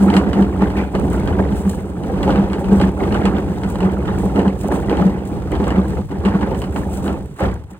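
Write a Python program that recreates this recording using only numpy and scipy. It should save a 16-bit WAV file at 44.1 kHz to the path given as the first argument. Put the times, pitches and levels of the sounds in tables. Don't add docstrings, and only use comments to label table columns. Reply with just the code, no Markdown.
import sys
import numpy as np
from scipy import signal
from scipy.fft import rfft, irfft, next_fast_len
from scipy.io import wavfile
from scipy.ndimage import uniform_filter1d, map_coordinates

SR = 44100
rng = np.random.default_rng(int(sys.argv[2]) if len(sys.argv) > 2 else 0)


def wav_out(sig):
    wavfile.write(sys.argv[1], SR, np.round(np.clip(np.atleast_2d(sig).T, -1, 1) * 32767).astype(np.int16))


N = 343812


def amp(db):
    return 10 ** (np.asarray(db) / 20)


def unit(x):
    return x / np.sqrt(np.mean(x ** 2) + 1e-20)


def evened(x, size):
    power = uniform_filter1d(np.mean(x ** 2, axis=0), size)
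    return x / np.sqrt(np.abs(power) + 1e-12)


def along(points, hz):
    f, value = np.transpose(points)
    return np.interp(np.log(hz + 1), np.log(f + 1), value)


def curves(rows):
    s, *columns = np.transpose(rows)
    return [np.interp(np.arange(N) / SR, s, column) for column in columns]


def wobble(rate):
    return map_coordinates(rng.standard_normal(400), [np.arange(N) * rate / SR])


def filtered(x, response):
    m = next_fast_len(N + SR // 2)
    return irfft(rfft(x, m) * response(np.fft.rfftfreq(m, 1 / SR)), m)[..., :N]


def modes(table):
    def response(f):
        total = 0
        for k, (centre, width, db) in enumerate(table):
            damping = 1j * f * width
            total = total + (-1) ** k * amp(db) * damping / (centre * centre - f * f + damping)
        return total
    return response


def impulses(s, db):
    return np.bincount((s * SR).astype(int), amp(db), N)


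def bursts(strikes, t60):
    flare = signal.lfilter([1], [1, -amp(-60 / (t60 * SR))], strikes)
    return flare * rng.standard_normal((3, N))


def jolts(rate, spread_db, t60, smooth):
    draw = rng.random((2, N))
    size = amp(-spread_db * np.log(draw[1] + .008))
    strikes = (draw[0] < rate / SR) * size
    return unit(bursts(strikes, t60)) + smooth * rng.standard_normal((3, N))


def swells(steady_db, s, db, rise, fall):
    step = 128
    late = np.arange(0, N, step) / SR - np.asarray(s)[:, None]
    slope_db = np.where(late < 0, rise * late, -fall * late)
    peaks = amp(2 * (db[:, None] + slope_db)).sum(0)
    return np.sqrt(amp(2 * steady_db) + np.interp(np.arange(N), np.arange(0, N, step), peaks))


def pings(start, hz, db, t60, size, loose=0):
    t = np.arange(size) / SR
    decay = amp(db[:, None] - 60 * t / t60[:, None])
    onset = 1 - np.exp(-t / 0.00029)
    draw = 2 * np.pi * rng.random((len(hz), 4))
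    phase = draw[:, :1] + loose * draw[:, 1:]
    where = ((start * SR).astype(int)[:, None] + np.arange(size)).ravel()
    channels = []
    for k in range(3):
        tone = decay * np.sin(2 * np.pi * hz[:, None] * t + phase[:, k:k + 1]) * onset
        channels.append(np.bincount(where, tone.ravel(), N + size)[:N])
    return np.array(channels)


def rung(s, db, tones, scatter_db, t60, size):
    total = 0
    for hz, over_db in tones:
        pitch = hz * amp(scatter_db * rng.standard_normal(len(s)))
        total = total + pings(s, pitch, db + over_db, np.full(len(s), t60), size)
    return total


# f/Hz, share of power common to both [1]
COHERENCE = [(86, .86), (220, .99), (430, .93), (650, .6), (850, .75), (1100, .58), (2500, .5), (5000, .75),
             (7000, .88), (16000, .85)]
# f/Hz, phase/rad
PHASE_LEAD = [(0, -.06), (550, -.1), (2300, 2.4), (3200, 1.7), (5400, 3.2), (8500, 6.28), (14900, 12.56),
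              (16000, 13.6)]
# f/Hz, level/dB
LEFT_OVER_RIGHT = [(60, -0.5), (250, -1), (800, -2.5), (2500, 0)]


def ports(three, response):
    common, left, right = three
    side = np.array([[1], [-1]])

    def share(hz):
        return np.clip(along(COHERENCE, hz), 0, 1)

    def gap(hz):
        return np.exp(.5j * side * np.interp(hz, *np.transpose(PHASE_LEAD)))

    def place(hz):
        return response(hz) * amp(side * along(LEFT_OVER_RIGHT, hz) / 2)

    both = filtered(common, lambda hz: place(hz) * gap(hz) * np.sqrt(share(hz)))
    apart = filtered(np.array([left, right]), lambda hz: place(hz) * np.sqrt(1 - share(hz)))
    return both + apart


# t/s, lid level/dB, wall boom level/dB
ROLLING = [(0.0, -20.5, -22), (0.8, -27, -20.5), (0.9, -34.5, -27.5), (1.0, -24.5, -20), (1.4, -24.5, -18),
           (1.95, -30.5, -28.5), (2.3, -18.5, -18.5), (2.6, -27.5, -26.5), (2.85, -19.5, -15),
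           (2.93, -29, -25.5), (3.1, -21.5, -19.5), (3.6, -27.5, -24.5), (4.2, -24, -20), (4.6, -33, -24.5),
           (5.0, -22.5, -21.5), (5.28, -29.5, -28), (5.6, -29, -19), (6.0, -25.5, -21.5),
           (6.08, -49, -29.5), (6.2, -29, -22), (7.15, -28, -24), (7.33, -43, -31.5), (7.395, -52.5, -45.5),
           (7.435, -17, -15), (7.8, -86, -45.5)]
# f/Hz, width/Hz, relative level/dB
WALL_MODES = [(65, 22.4, 2.5), (84.4, 43.7, -1), (144, 37.7, -7)]


def walls():
    boom_db = curves(ROLLING)[1]
    boom = ports(jolts(rate=180, spread_db=4.0, t60=0.027, smooth=0.78), modes(WALL_MODES))
    return amp(boom_db) * evened(boom, size=4000)


def extra_shaking():
    return curves(ROLLING)[0] + 28


# t/s, cavity level/dB, lid level/dB, loose parts level/dB
IMPACTS = [(0, -5.5, -25, -47), (0.077, -10, -16, -25), (0.149, -11.5, -14, -24), (0.271, -17, -24, -34),
           (0.379, -4.5, -14.5, -27.5), (0.616, -9, -16.5, -24.5), (0.777, -14.5, -18.5, -26),
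           (0.947, -23.5, -19.0, -31.5), (1.028, -17, -19.5, -42), (1.144, -27, -22, -29),
           (1.287, -16, -21, -29), (1.386, -19, -16.5, -27.5), (1.497, -16, -30, -48),
           (1.658, -15, -39, -35), (2.291, -33, -15.5, -25.5), (2.376, -13, -26, -29),
           (2.556, -38, -21.5, -33.5), (2.709, -4.5, -16.5, -30.5), (2.831, -11.5, -19.5, -28.5),
           (3.007, -15, -17, -26), (3.16, -38.0, -19, -25), (3.256, -14, -18.5, -25),
           (3.356, -12.5, -19.5, -29), (3.483, -21, -28.5, -59), (3.643, -17, -30, -32),
           (3.833, -12.5, -18, -26.5), (4.084, -44, -33, -28), (4.245, -16, -21.5, -50),
           (4.372, -10, -12, -26.5), (4.455, -10, -19.5, -31), (4.642, -15.5, -22, -34.5),
           (4.722, -25, -15, -25.5), (4.907, -14, -15, -26), (4.998, -7, -18.5, -26), (5.04, -9, -38, -46),
           (5.325, -19.5, -26, -41), (5.525, -37, -19, -28.5), (5.603, -14.5, -18.5, -31),
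           (5.684, -38, -18.5, -26), (5.764, -12, -18.5, -28), (6.119, -21.5, -24.5, -34),
           (6.258, -11, -19.5, -25), (6.335, -10.5, -21, -27), (6.418, -12, -19.5, -27.5),
           (6.517, -22.5, -22, -34), (6.763, -12, -23.5, -30.5), (7.064, -24, -19, -28),
           (7.391, -59.5, -37, -31), (7.418, -19, -21.5, -23.5), (7.49, -32, -30.5, -51),
           (7.712, -35, -39.5, -44)]
# f/Hz, width/Hz, relative level/dB
AIR_MODES = [(194.6, 11.08, -1.5), (174, 51.4, -16)]
THRUM_DB, THRUM_GROWS = -26.5, 0.99
THUMP_RISE, THUMP_FALL, THUMP_LAG_S = 500, 454, 0.022
DRUM_WANDER_HZ, DRUM_ROUGH = 4.525, 0.53


def cavity():
    s, thump_db, _, _ = np.transpose(IMPACTS)
    hz = AIR_MODES[0][0] + DRUM_WANDER_HZ * wobble(14)
    ring = unit(np.sin(2 * np.pi * np.cumsum(hz) / SR))
    knocking = jolts(rate=180, spread_db=5.0, t60=0.023, smooth=1.0)
    rub = ports(knocking, lambda hz: modes(AIR_MODES)(hz) * hz / (hz + 300j))
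    rub = evened(rub, size=4000)
    thumps = swells(np.full(N, -120), s + THUMP_LAG_S, thump_db, THUMP_RISE, THUMP_FALL)
    steady = amp(THRUM_DB + THRUM_GROWS * extra_shaking())
    return steady * rub + thumps * unit(ring + DRUM_ROUGH * rub)


SHAKE_RISE, SHAKE_FALL = 580, 135
# f/Hz, width/Hz, relative level/dB
LID_MODES = [(281.6, 63, -2), (343.8, 45.7, -0.5), (385.6, 41.6, -1), (481.3, 88.6, -4.5),
             (550.7, 119, -7.5), (858, 155, -14)]


def lid():
    s, _, lid_db, _ = np.transpose(IMPACTS)
    rattle = ports(jolts(rate=300, spread_db=2.0, t60=0.034, smooth=0.92), modes(LID_MODES))
    return swells(curves(ROLLING)[0], s, lid_db, SHAKE_RISE, SHAKE_FALL) * evened(rattle, size=3000)


# f/Hz, relative level/dB
CLATTER_COLOUR = [(400, -19), (900, -3.5), (1500, -7.5), (2200, -14.5), (3000, -19.5), (4000, -26.5),
                  (8000, -40), (16000, -78)]


def chatter(clumps, count):
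    late, pitch, size, life = rng.random((clumps * count, 4)).T
    clump_start = np.repeat(rng.random(clumps) * N / SR, count)
    when = np.minimum(clump_start - .02 * np.log(late + 1e-9), (N - 1) / SR)
    hz = 600 * amp(18 * pitch)
    db = along(CLATTER_COLOUR, hz) - 3 * np.log(size + .04)
    return ports(pings(when, hz, db, .008 + .022 * life, size=500, loose=1), np.ones_like)


CLATTER_DB, CLATTER_GROWS = -41, 1.3


def loose_parts():
    s, _, _, loose_db = np.transpose(IMPACTS)
    knocking = jolts(rate=220, spread_db=0.5, t60=0.034, smooth=0.6)
    noise = ports(knocking, lambda hz: amp(along(CLATTER_COLOUR, hz)))
    clatter = unit(noise) + amp(4) * unit(chatter(clumps=500, count=10))
    steady_db = CLATTER_DB + CLATTER_GROWS * extra_shaking()
    return swells(steady_db, s, loose_db, SHAKE_RISE, SHAKE_FALL) * evened(clatter, size=3000)


# t/s, level/dB before a random wander
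SHIFTS = [(0.036, -40), (0.157, -40), (1.124, -45), (1.575, -38), (1.702, -38), (2.607, -46.5),
          (2.772, -42.5), (3.697, -44.5), (4.21, -42.5), (4.615, -39), (4.743, -37), (5.275, -42),
          (5.885, -46), (6.59, -43.5), (6.777, -40.5), (6.937, -36), (7.052, -40.5), (7.396, -41.5),
          (7.715, -52)]
# f/Hz, relative level/dB
GRIT_COLOUR = [(800, -59), (2500, 2.5), (5000, -5), (8500, 3.5), (11500, -4.5), (16000, -6.5)]
CRUNCH_DB, CRUNCH_GROWS = -55, 0.1
SCUFF_RISE, SCUFF_FALL = 380, 190
STOP_S, STILL_DB = 7.45, -5


def gravel():
    steady_db = CRUNCH_DB + CRUNCH_GROWS * extra_shaking()
    steady_db = steady_db + STILL_DB * (np.arange(N) > STOP_S * SR)
    crunch = swells(steady_db, *np.transpose(SHIFTS), SCUFF_RISE, SCUFF_FALL)
    crunch = crunch * amp(1.66 * wobble(4.3))
    stones = evened(jolts(rate=200, spread_db=2.5, t60=0.019, smooth=0.86), size=5000)
    return crunch * unit(ports(stones, lambda hz: amp(along(GRIT_COLOUR, hz))))


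# t/s, reference level/dB
LID_DROPS = [(0.046, -26), (2.098, -15.5), (2.278, -9), (2.471, -24), (2.611, -16.5), (2.803, -10.5),
             (3.757, -20), (4.688, -13.5), (4.726, -27.5), (4.927, -15.5), (6.476, -19), (6.517, -17),
             (7.408, -11.5)]
# f/Hz, level/dB over the reference
RIM_TONES = [(525, -3.5), (835, -7)]


def knocks():
    s, db = np.transpose(LID_DROPS)
    return ports(rung(s, db, RIM_TONES, scatter_db=0.39, t60=0.071, size=1500), np.ones_like)


# t/s, excitation level/dB
SLAPS = [(0.101, -22), (0.139, -21), (0.166, -14.5), (0.3315, -23), (0.423, -26.5), (0.617, -33),
         (0.7014, -31), (0.951, -24.5), (1.2745, -26.5), (1.523, -35), (2.035, -34), (2.189, -42),
         (2.23, -21.5), (2.2774, -30.5), (2.305, -23.5), (2.358, -27.5), (2.499, -33.5), (2.5318, -24.5),
         (2.6434, -31.5), (2.799, -24.5), (2.814, -21), (3.124, -25.5), (3.144, -26), (3.254, -18),
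         (3.635, -27.5), (3.756, -32), (3.805, -25.5), (4.055, -34), (4.359, -29), (4.392, -24.5),
         (4.4789, -27.5), (4.896, -25.5), (4.9701, -28), (5.189, -39.5), (5.5187, -31), (5.552, -28.5),
         (5.641, -28), (5.6677, -32.5), (5.7046, -26.5), (6.1102, -37.5), (6.251, -27), (6.257, -26.5),
         (6.286, -30), (6.41, -30), (6.546, -31.5), (6.618, -28), (6.639, -30.5), (6.7612, -27),
         (7.079, -29)]
# f/Hz, width/Hz, relative level/dB
LATCH_MODES = [(840, 314, 14), (1910, 1040, 5.5), (2870, 216, 9), (4500, 850, -6), (8200, 2200, -11.5)]
# f/Hz, level/dB over the excitation
TICK_RING_TONES = [(3100, -5.5), (4050, -12)]


def ticks():
    s, db = np.transpose(SLAPS)
    slaps = impulses(s, db)
    crack = bursts(slaps, t60=.012)
    shudder = amp(-8.5) * bursts(slaps, t60=0.13)
    ping = rung(s, db, TICK_RING_TONES, scatter_db=0.28, t60=0.021, size=800)
    return amp(6) * ports(crack + shudder, modes(LATCH_MODES)) + ports(ping, np.ones_like)


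# t/s, level/dB
SCRAPES = [(.772, -31), (.835, -46.5)]
# f/Hz, width/Hz, relative level/dB
AXLE_MODE = [(2400, 200, 0)]


def squeak():
    scrape = unit(ports(rng.standard_normal((3, N)), modes(AXLE_MODE)))
    return swells(np.full(N, -120), *np.transpose(SCRAPES), 1500, 200) * scrape


# t/s, excitation level/dB
STONE_SNAPS = [(0.9992, -27.5), (1.101, -29), (2.7305, -21), (2.853, -36.5), (3.173, -35), (3.7007, -26),
               (4.5927, -36.5), (4.6842, -23.5), (5.518, -27), (5.681, -23), (7.5417, -31.5)]


def snaps():
    cracks = bursts(impulses(*np.transpose(STONE_SNAPS)), t60=0.0054)
    return ports(cracks, lambda hz: amp(along(GRIT_COLOUR, hz)))


def scene():
    bin_body = walls() + cavity() + lid() + loose_parts()
    return bin_body + gravel() + knocks() + ticks() + squeak() + snaps()


def record(dry):
    soft = dry / (1 + np.abs(dry / .95) ** 6) ** (1 / 6)
    return filtered(soft, lambda hz: (hz < 15870) * hz / (hz - 30j))


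dry = scene()
out = record(dry)
wav_out(out)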